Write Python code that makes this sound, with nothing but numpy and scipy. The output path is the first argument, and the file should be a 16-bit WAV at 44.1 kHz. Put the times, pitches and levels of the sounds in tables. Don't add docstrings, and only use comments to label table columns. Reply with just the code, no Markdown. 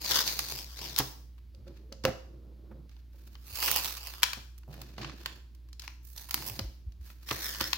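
import sys
import numpy as np
from scipy import signal
from scipy.fft import rfft, irfft
from scipy.io import wavfile
from scipy.ndimage import uniform_filter1d

SR = 44100
rng = np.random.default_rng(int(sys.argv[2]) if len(sys.argv) > 2 else 0)


def to_wav(s):
    ch = np.atleast_2d(s).T
    pcm = np.round(np.clip(ch, -1, 1) * 32767)
    wavfile.write(sys.argv[1], SR, pcm.astype(np.int16))


N = 342657
T = np.arange(N) / SR

# start in seconds, length in seconds, level in dB,
# treble against it in dB, shape of the strip.
PULLS = [(0.0, 0.57, -38.5, -1, "flat"), (.66, 0.16, -54.5, -2, "flat"), (0.756, 0.16, -42.5, -5.5, "flat"),
         (3.442, .1, -56, 2, "folded"), (3.554, 0.58, -44.5, -3.5, "folded"),
         (6.147, 0.034, -49, 2, "slack"), (6.295, 0.24, -47, -1.5, "slack"),
         (7.259, 0.44, -42.5, -1.5, "short")]
PULL_ATTACK_S, PULL_SAG_DB_PER_S, PULL_RELEASE_S = 0.036, 5, 0.077
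# centre in seconds,
# half width in seconds, level in dB, treble against it in dB, shape of the strip.
RIPS = [(.165, 0.037, -25.5, -6, "flat"), (.295, 0.021, -34, -3.5, "flat"), (.988, 0.0083, -30, -5, "flat"),
        (3.659, 0.049, -34, 1, "folded"), (3.75, .06, -34, -2, "folded"),
        (3.865, 0.037, -39.5, 0.5, "folded"), (6.48, 0.018, -45, 7, "slack"),
        (7.46, 0.033, -40.5, 1.5, "short"), (7.635, 0.018, -36, -10, "short")]
CRINKLES_PER_S, CRINKLE_DB = 50, 16
# frequency in Hz, gain in dB.
TAPE_COLOUR = [(150, -15.5), (500, -5), (1000, 1), (2000, -3.5), (3500, 3), (6000, -2), (7000, -7),
               (8500, -11), (10500, -10.5), (13000, -8.5), (15500, -10.5)]
# frequency in Hz, width in Hz, lift in dB.
FLAT_STRIP = [(950, 290, 4.5), (3823, 210, 1.5), (4787, 1000, 7), (5600, 1200, 2.5)]
FOLDED_STRIP = [(1114, 400, 9.7), (2684, 440, 8.9), (4130, 190, 3), (4710, 680, 7.9)]
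SLACK_STRIP = [(915, 340, 7.9), (1740, 290, 4.5), (3560, 300, 3.3), (4800, 1400, 4.2)]
SHORT_STRIP = [(1860, 360, 9.2), (4370, 300, 4.9), (5300, 320, 9.4)]

# start in seconds, length in seconds, level before trim in dB.
SLIDES = [(0.0, 0.68, -50.5), (.1, 0.16, -50), (.49, 0.067, -50), (0.784, 0.15, -47.5),
          (1.154, 0.13, -61.5), (1.538, 0.7, -58), (1.653, 0.055, -47), (2.25, 0.61, -52.5),
          (2.683, .12, -53.5), (3.142, 0.41, -61.5), (3.619, 0.26, -51.5), (4.12, 0.26, -64),
          (4.664, 0.34, -52.5), (4.962, 0.18, -45), (5.15, 0.24, -55.5), (6.332, 0.363, -50),
          (7.317, 0.51, -54)]
SLIDE_ATTACK_S, SLIDE_SAG_DB_PER_S, SLIDE_RELEASE_S = 0.033, 10.5, 0.016
# frequency in Hz, gain in dB.
SLIDE_COLOUR = [(40, -36), (80, -11), (130, 5), (300, -5.5), (550, -7), (750, -17.5), (1300, -19),
                (4000, -65)]
# frequency in Hz, width in Hz, lift in dB.
TABLE_RESONANCES = [(134, 30, 6), (211, 15, 7.5), (334, 40, 9.5), (577, 7.3, 6.5)]

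# mean frequency in Hz, mean level before panning in dB.
HUM = [(59.3, -49), (119, -68.5), (205, -82.5), (318, -81)]
# frequency in Hz, gain in dB.
AIR_COLOUR = [(20, -31), (35, 1), (70, 7.5), (120, -4.5), (200, -8.5), (320, -10), (480, -23.5),
              (800, -28.5), (2000, -31), (4500, -30), (8500, -43), (12000, -37), (16000, -36)]
AIR_DB = -60

# time in seconds, body, bite and treble levels
# before trim in dB, left minus right of bite and treble in dB, mean fracture delay in seconds.
SNAPS = [(0.061, -47, -30, -50, 11, 0.002), (0.117, -31, -28, -44, 16, 0.0015),
         (.277, -50, -21.5, -34.5, 1, 0.0013), (0.391, -29, -23.5, -28, 2, .0012),
         (0.485, -51, -37, -43, -3, 0.0029), (.962, -42, -27.5, -35, 7, .0014),
         (0.981, -44.5, -28, -31, 2.5, .002), (.987, -28.5, -24, -16.5, 7.5, 0.0017),
         (0.999, -28, -34, -44, -3, 0.0037), (1.38, -59.5, -70, -71, -4, 0.0033),
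         (1.548, -69.5, -56.5, -69.5, 0, 0.0012), (1.924, -51, -39.5, -52, 3, 0.002),
         (2.037, -46, -35.5, -56, -1, 0.0034), (2.051, -21.5, -25, -33.5, 3.5, 0.0018),
         (2.893, -62.5, -61.5, -70, -5, 0.0018), (2.965, -61, -63.5, -83.5, -2.5, .0021),
         (3.353, -48, -54, -74.5, 1, 0.0012), (3.554, -45.5, -35, -35, -2, 0.0099),
         (3.626, -28, -28.5, -31, -3, 0.0022), (3.679, -25, -30, -28, 8, 0.005),
         (3.713, -29, -34, -18.5, 4, .0019), (3.76, -27.5, -33, -23, 1, 0.0017),
         (3.797, -39.5, -39.5, -38, 11, 0.0014), (3.857, -34, -30.5, -34.5, -1, 0.0016),
         (3.967, -45.5, -39, -41, -1, 0.0047), (4.07, -41, -40, -37, 1, 0.0014),
         (4.137, -42, -49, -47, -3, 0.0011), (4.22, -40, -43, -43, -1, 0.0046),
         (4.2307, -15, -17.5, -18.5, 3, 0.0017), (4.237, -25, -18.5, -33, 7, 0.002),
         (4.331, -31.5, -31.5, -36, 4, 0.0021), (4.579, -63, -58, -51, -2, 0.0024),
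         (4.632, -57, -66, -73, -3, 0.0036), (4.815, -45.5, -43.5, -41.5, 2, 0.0018),
         (4.74, -48, -62, -56, -8, 0.0025), (4.98, -39, -46, -72, 0, 0.0038),
         (5.028, -43.5, -47.5, -67, 4, 0.0025), (5.045, -33.5, -45, -77, 3, 0.0025),
         (5.095, -41, -49, -68.5, 4, .0022), (5.259, -27.5, -33, -41, -6, 0.0013),
         (5.547, -67, -60.5, -61.5, 0, 0.0035), (5.686, -64, -63.5, -68.5, -1.5, 0.0043),
         (5.729, -62, -46, -56, 3, .0013), (5.795, -55, -35.5, -47, 4, 0.0016),
         (5.819, -56, -43.5, -51, 8, 0.002), (5.878, -36, -49, -52, 26, .001),
         (6.178, -65, -37.5, -43.5, -0.5, 0.0017), (6.287, -44, -49.5, -45.5, -5, 0.0048),
         (6.309, -36.5, -31.5, -30.5, 3.5, 0.0012), (6.342, -27, -24.5, -19.5, 6, 0.0014),
         (6.376, -39, -44, -49, 5, .0015), (6.423, -40, -44, -45, 2, 0.0012),
         (6.497, -40, -53, -38, -2, .002), (6.591, -35, -28.5, -38, 5, .0016),
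         (6.92, -68.5, -58.5, -70, 0, 0.0029), (7.1, -48.5, -60, -55, 1, 0.0033),
         (7.288, -38, -39, -45, -8, 0.0021), (7.306, -26.5, -37.5, -46, -3, 0.0066),
         (7.311, -28, -35.5, -34, 8, 0.00093), (7.546, -40, -35.5, -52, 6, 0.0036),
         (7.605, -25.5, -31.5, -37, 0, 0.0049), (7.609, -25, -25, -32, 1, 0.0038),
         (7.7301, -23, -22, -31, 8, .0018)]
# frequency in Hz, gain in dB.
CLICK_COLOUR = [(200, -23), (650, -12.5), (850, -2.5), (1100, 3.5), (1500, -1), (1900, -0.5), (2450, 0),
                (2900, 1), (3250, 0), (3700, -1), (4400, 5.5), (6000, 0.5), (8000, -7), (11000, -7.5),
                (15500, -8.5)]

# time in seconds, loudest 5 ms level before trim in dB,
# plastic ring against the table's thud in dB.
KNOCKS = [(.998, -26.5, -17.5), (1.004, -31.5, -19), (1.544, -62, 4.5), (1.669, -50.5, 24.5),
          (1.921, -43, -2.5), (2.042, -31, -24), (2.052, -20, 3), (2.073, -28, -4), (2.081, -25, -4.5),
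          (2.713, -47.5, -5.5), (3.142, -58.5, -8.5), (4.231, -47, 4), (4.371, -45, -30),
          (6.343, -40.5, -31), (6.591, -32.5, -10.5), (7.313, -29.5, -24), (7.612, -31.5, -10)]
# mean frequency in Hz, level in dB, t60 in seconds.
STACK_MODES = [(460, -15, 0.049), (537.2, 4.5, 0.11), (524, -9, 0.04), (867, -9.5, 0.031),
               (1150, -16.5, 0.03), (1315, -8, 0.051), (1526, -30, 0.034)]
TABLE_MODES = [(90, 3.5, 0.048), (128.2, 2.5, 0.14), (220, 4, 0.049), (275, -1.5, 0.048), (330, -7, 0.052)]
# frequency in Hz, gain in dB.
RATTLE_COLOUR = [(70, -6), (130, 2.5), (400, -1), (1100, -6), (2000, -14), (5000, -35.5)]

# start in seconds, length in seconds,
# frequency in Hz, level in dB.
BUMPS = [(1.578, 0.036, 63.3, -44), (3.505, 0.05, 89, -48), (6.494, 0.055, 109, -44.5),
         (6.602, 0.048, 94, -37.5), (6.624, 0.078, 51.5, -37.5), (6.863, 0.026, 63.7, -33),
         (6.974, 0.061, 70.7, -43.5)]

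# start in seconds, length in seconds, level before trim in dB,
# treble against it in dB.
BRUSHES = [(1.641, 0.14, -62, -12.5), (2.71, 0.048, -78.5, -22), (2.877, 0.1, -68, -11),
           (3.119, 0.5, -64.5, -0.5), (4.683, 0.26, -55, -9.5), (4.96, .13, -44, -26),
           (5.118, 0.25, -54, -9.5), (5.793, 0.082, -51, -7.5), (6.021, .13, -64.5, 12.5),
           (7.003, 0.12, -58, 0.5), (7.191, 0.092, -57.5, -2)]
BRUSH_ATTACK_S, BRUSH_SAG_DB_PER_S, BRUSH_RELEASE_S = 0.041, 16.5, 0.043
# frequency in Hz, width in Hz, lift in dB.
HOLDER_RESONANCES = [(1730, 420, 9.5), (2450, 510, 6.5), (3260, 170, -5), (4430, 1100, 5.5)]

# time in seconds, mean frequency in Hz, mean level in dB.
CREAK_PATH = [(1.74, 377, -83), (1.831, 407, -70.5), (1.909, 461, -60.5), (1.96, 490, -65.5),
              (2.03, 534, -64)]

# start in seconds, length in seconds,
# mean slips per second, loudest 20 ms level in dB.
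JUDDERS = [(4.68, 0.11, 97, -44), (4.78, 0.072, 122, -49), (4.982, 0.046, 99, -41.5),
           (5.045, 0.068, 140, -44)]
# frequency in Hz, gain in dB.
DRUMMING_COLOUR = [(40, -26), (95, -5.5), (140, 13.5), (190, -7), (320, -15), (700, -9.5), (2000, -39.5)]

# frequency in Hz, width in Hz, lift in dB.
ROOM_MODES = [(214, 14, 3.5), (324, 11, 6.5)]
# frequency in Hz, gain in dB.
LEFT_PORT = [(100, -3.5), (300, -2), (1000, -1), (4000, -2.5), (6500, -3.5), (9000, -12.5), (15000, -5)]
RIGHT_PORT = [(100, -2.5), (300, 4), (1000, -0.5), (4000, -2.5), (6500, -1.5), (9000, -0.5), (15000, 8.5)]
LOW_CUT_HZ, TOP_HZ = 40, 15900
TREBLE_SPLIT_HZ = 7800


def undb(db):
    return 10 ** (np.asarray(db) / 20)


def unit(x):
    return x / np.sqrt(np.mean(x ** 2) + 1e-18)


def crest(x, size):
    power = np.mean(np.atleast_2d(x) ** 2, axis=0)
    loudest = uniform_filter1d(power, size, mode="constant").max()
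    return x / np.sqrt(loudest + 1e-18)


def add(out, start_s, x):
    i = max(int(start_s * SR), 0)
    out[..., i:i + x.shape[-1]] += x[..., :max(N - i, 0)]


def colour(x, points):
    hz, db = np.transpose(points)
    size = 4096
    bins_hz = np.arange(size // 2 + 1) * SR / size
    gain = undb(np.interp(np.log(bins_hz + 1), np.log(hz), db))
    cepstrum = irfft(np.log(gain))
    cepstrum[1:size // 2] *= 2
    cepstrum[size // 2 + 1:] = 0
    response = irfft(np.exp(rfft(cepstrum)))
    return signal.fftconvolve(np.atleast_2d(x), response[None], axes=1)[:, :x.shape[-1]]


def split(x, hz):
    low, high = [signal.butter(4, hz, kind, fs=SR, output="sos") for kind in ("low", "high")]
    return [signal.sosfilt(sos, x + 1e-18) for sos in (low, high)]


def resonate(x, peaks):
    changed = 0
    for hz, width_hz, db in peaks:
        b, a = signal.iirpeak(hz, hz / width_hz, fs=SR)
        changed = changed + (undb(db) - 1) * signal.lfilter(b, a, x)
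    return x + changed


def walk(rate_hz):
    k = max(int(SR / rate_hz), 1)
    steps = np.repeat(rng.standard_normal(N // k + 1), k)
    return uniform_filter1d(steps, k)[:N] * np.sqrt(3 / 2)


def sides(pan_db):
    return undb(np.array([[.5], [-.5]]) * pan_db)


def ticks(at, sizes, count, lead_s=.00006, spread_s=.00013):
    lag = (lead_s + spread_s * rng.standard_normal(len(at))) * SR
    ports = []
    for i in (at, at + lag):
        index = np.clip(i, 0, count - 1).astype(int)
        ports.append(np.bincount(index, sizes, count))
    return np.array(ports)


def shower(rate_hz, scatter_db):
    at = np.flatnonzero(rng.random(N) < rate_hz / SR)
    scatter = np.clip(rng.standard_normal(N), -3, 2.5)
    sizes = undb(scatter_db * scatter) * rng.choice([-1, 1], N)
    return ticks(at, sizes[at], N)


def stroke(start_s, length_s, db, attack_s, sag_db_per_s, release_s):
    gain, age = np.zeros(N), T[:SR + SR // 4]
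    attack = np.minimum(age / attack_s, 1)
    release = np.exp(-np.maximum(age - length_s, 0) / release_s)
    add(gain, start_s, undb(db - sag_db_per_s * age) * attack * release)
    return gain


def crackle(moves, grains, peaks, pan_db):
    body_gain = np.sqrt(sum(gain ** 2 for gain, _ in moves))
    treble_gain = np.sqrt(sum((gain * undb(treble_db)) ** 2 for gain, treble_db in moves))
    body, treble = split(resonate(grains, peaks), TREBLE_SPLIT_HZ)
    return sides(pan_db) * (body_gain * unit(body) + treble_gain * unit(treble))


def pulling(shape):
    moves = []
    for start_s, length_s, db, treble_db, strip in PULLS:
        if strip == shape:
            gain = stroke(start_s, length_s, db, PULL_ATTACK_S, PULL_SAG_DB_PER_S, PULL_RELEASE_S)
            moves.append((gain, treble_db))
    for centre_s, half_width_s, db, treble_db, strip in RIPS:
        if strip == shape:
            distance = np.minimum(abs(T - centre_s) / half_width_s, 20)
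            moves.append((undb(db) / np.cosh(distance), treble_db))
    return moves


def bounce(x, lag_s=0.0004996, sway=.2):
    late = T - lag_s * np.exp(sway * walk(9))
    return x + np.array([np.interp(late, T, side) for side in x]) / 2


def peeling():
    slips = undb(3 * walk(420) + 1.3 * walk(70))
    threads = shower(rate_hz=6000, scatter_db=5)
    creases = undb(CRINKLE_DB) * shower(rate_hz=CRINKLES_PER_S, scatter_db=0.5)
    grains = bounce(colour(threads * slips + creases, TAPE_COLOUR))
    return (crackle(pulling("flat"), grains, FLAT_STRIP, pan_db=5.5)
            + crackle(pulling("folded"), grains, FOLDED_STRIP, pan_db=0.0)
            + crackle(pulling("slack"), grains, SLACK_STRIP, pan_db=1.0)
            + crackle(pulling("short"), grains, SHORT_STRIP, pan_db=3.5))


def sliding(trim_db=-3):
    power = 0
    for start_s, length_s, db in SLIDES:
        power = power + stroke(start_s, length_s, db, SLIDE_ATTACK_S, SLIDE_SAG_DB_PER_S, SLIDE_RELEASE_S) ** 2
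    friction = shower(rate_hz=2000, scatter_db=3) * undb(2 * walk(45))
    table = resonate(colour(friction, SLIDE_COLOUR), TABLE_RESONANCES)
    return undb(trim_db) * np.sqrt(power) * unit(table)


def background(side_db=-5, hum_pan_db=-2):
    hum = 0
    for hz, db in HUM:
        tone = np.sqrt(2) * np.sin(2 * np.pi * hz * (T + .0002 * walk(3)))
        hum = hum + undb(db + .4 * walk(5)) * tone
    noise = rng.standard_normal(N) + undb(side_db) * rng.standard_normal((2, N))
    return sides(hum_pan_db) * hum + undb(AIR_DB) * unit(colour(noise, AIR_COLOUR))


def snaps(ring_s=0.0082, ring_db=-13, ring_side_db=-3, trim_db=-3.0):
    out, count = np.zeros((2, N)), 2048
    fade = np.exp(-T[:count] / ring_s)
    for s, body_db, bite_db, treble_db, pan_db, delay_s in SNAPS:
        delays_s = delay_s * rng.gamma(2, size=40) / 2
        run = ticks(delays_s * SR + 10, rng.laplace(size=40), count)
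        noise = rng.standard_normal(count) + undb(ring_side_db) * rng.standard_normal((2, count))
        sound = colour(crest(run, size=88) + undb(ring_db) * noise * fade, CLICK_COLOUR)
        below, treble = split(sound, TREBLE_SPLIT_HZ)
        body, bite = split(below, 3000)
        bright = undb(bite_db) * crest(bite, size=265) + undb(treble_db) * crest(treble, size=265)
        add(out, s, undb(body_db) * crest(body, size=265) + sides(pan_db) * bright)
    return undb(trim_db) * out


def ringing(modes, detune=0.029):
    t, total = T[:SR // 3], 0
    for hz, db, t60_s in modes:
        spot_hz = hz * (1 + detune * rng.standard_normal())
        total = total + undb(db) * np.sin(2 * np.pi * spot_hz * t) * undb(-60 * t / t60_s)
    return crest(total, size=220)


def knocks(rattle_db=-5, rattle_s=0.014, trim_db=-1):
    out, t = np.zeros((2, N)), T[:SR // 3]
    for s, db, ring_db in KNOCKS:
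        rattle = colour(rng.standard_normal(len(t)) * np.exp(-t / rattle_s), RATTLE_COLOUR)
        thud = ringing(TABLE_MODES)
        ring = undb(ring_db) * ringing(STACK_MODES, detune=0.015)
        blow = thud + ring + undb(rattle_db) * crest(rattle, size=220)
        add(out, s, undb(db + trim_db) * crest(blow, size=220))
    return out


def bumps():
    out = np.zeros((2, N))
    for s, length_s, hz, db in BUMPS:
        t = T[:int(length_s * SR)]
        swell = np.sin(np.pi * t / length_s)
        add(out, s, undb(db) * np.sqrt(2) * swell * np.sin(2 * np.pi * hz * t))
    return out


def brushing(catch_db=4, trim_db=-1):
    catches = undb(catch_db * walk(160))
    grains = colour(shower(rate_hz=4400, scatter_db=2.0) * catches, TAPE_COLOUR)
    moves = []
    for start_s, length_s, db, treble_db in BRUSHES:
        gain = stroke(start_s, length_s, db, BRUSH_ATTACK_S, BRUSH_SAG_DB_PER_S, BRUSH_RELEASE_S)
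        moves.append((gain, treble_db))
    return undb(trim_db) * crackle(moves, grains, HOLDER_RESONANCES, pan_db=0.5)


def creak(wobble=0.0397, rough_db=4):
    s, hz, db = np.transpose(CREAK_PATH)
    pitch_hz = np.interp(T, s, hz) * (1 + wobble * walk(90))
    phase = 2 * np.pi * np.cumsum(pitch_hz) / SR
    gain = np.interp(T, s, undb(db), left=0, right=0)
    return gain * undb(rough_db * walk(100)) * np.sin(phase)


def judders(jitter=0.3):
    out = np.zeros((2, N))
    for s, length_s, slips_per_s, db in JUDDERS:
        at_s = np.cumsum(1 + jitter * rng.standard_normal(size=24)) / slips_per_s
        at_s = at_s - at_s[0]
        sizes = np.clip(1 - (at_s / length_s) ** 2, 0, 1)
        pulses = ticks(at_s * SR, sizes, count=16384)
        add(out, s, undb(db) * crest(colour(pulses, DRUMMING_COLOUR), size=880))
    return out


def room(x, low_t60_s=0.5, mid_t60_s=0.46, high_t60_s=0.5, low_db=-9, mid_db=-10, high_db=-14, onset_s=0.0082):
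    t = T[:SR * 3 // 4]
    common, apart = rng.standard_normal((2, len(t)))
    apart = signal.lfilter(*signal.butter(1, 450, "high", fs=SR), apart)
    body, high = split(np.array([common + apart, common - apart]) / np.sqrt(2), 6400)
    low, mid = split(body, 700)
    bands = ((low, low_t60_s, low_db), (mid, mid_t60_s, mid_db), (high, high_t60_s, high_db))
    tail = 0
    for noise, t60_s, db in bands:
        fade = undb(-60 * t / t60_s) * (1 - np.exp(-(t / onset_s) ** 2))
        tail = tail + undb(db) * noise * fade / np.sqrt(np.sum(fade ** 2))
    return signal.fftconvolve(x, resonate(tail, ROOM_MODES), axes=1)[:, :N]


def scene():
    near = peeling() + sliding() + snaps() + knocks() + brushing() + creak() + judders()
    left, right = near + room(near)
    ports = np.vstack([colour(left, LEFT_PORT), colour(right, RIGHT_PORT)])
    return ports + bumps() + background()


def record(dry):
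    low_cut = signal.butter(4, LOW_CUT_HZ, "high", fs=SR, output="sos")
    top_cut = signal.ellip(10, .2, 70, TOP_HZ, fs=SR, output="sos")
    return signal.sosfilt(top_cut, signal.sosfilt(low_cut, dry))


dry = scene()
out = record(dry)
to_wav(out)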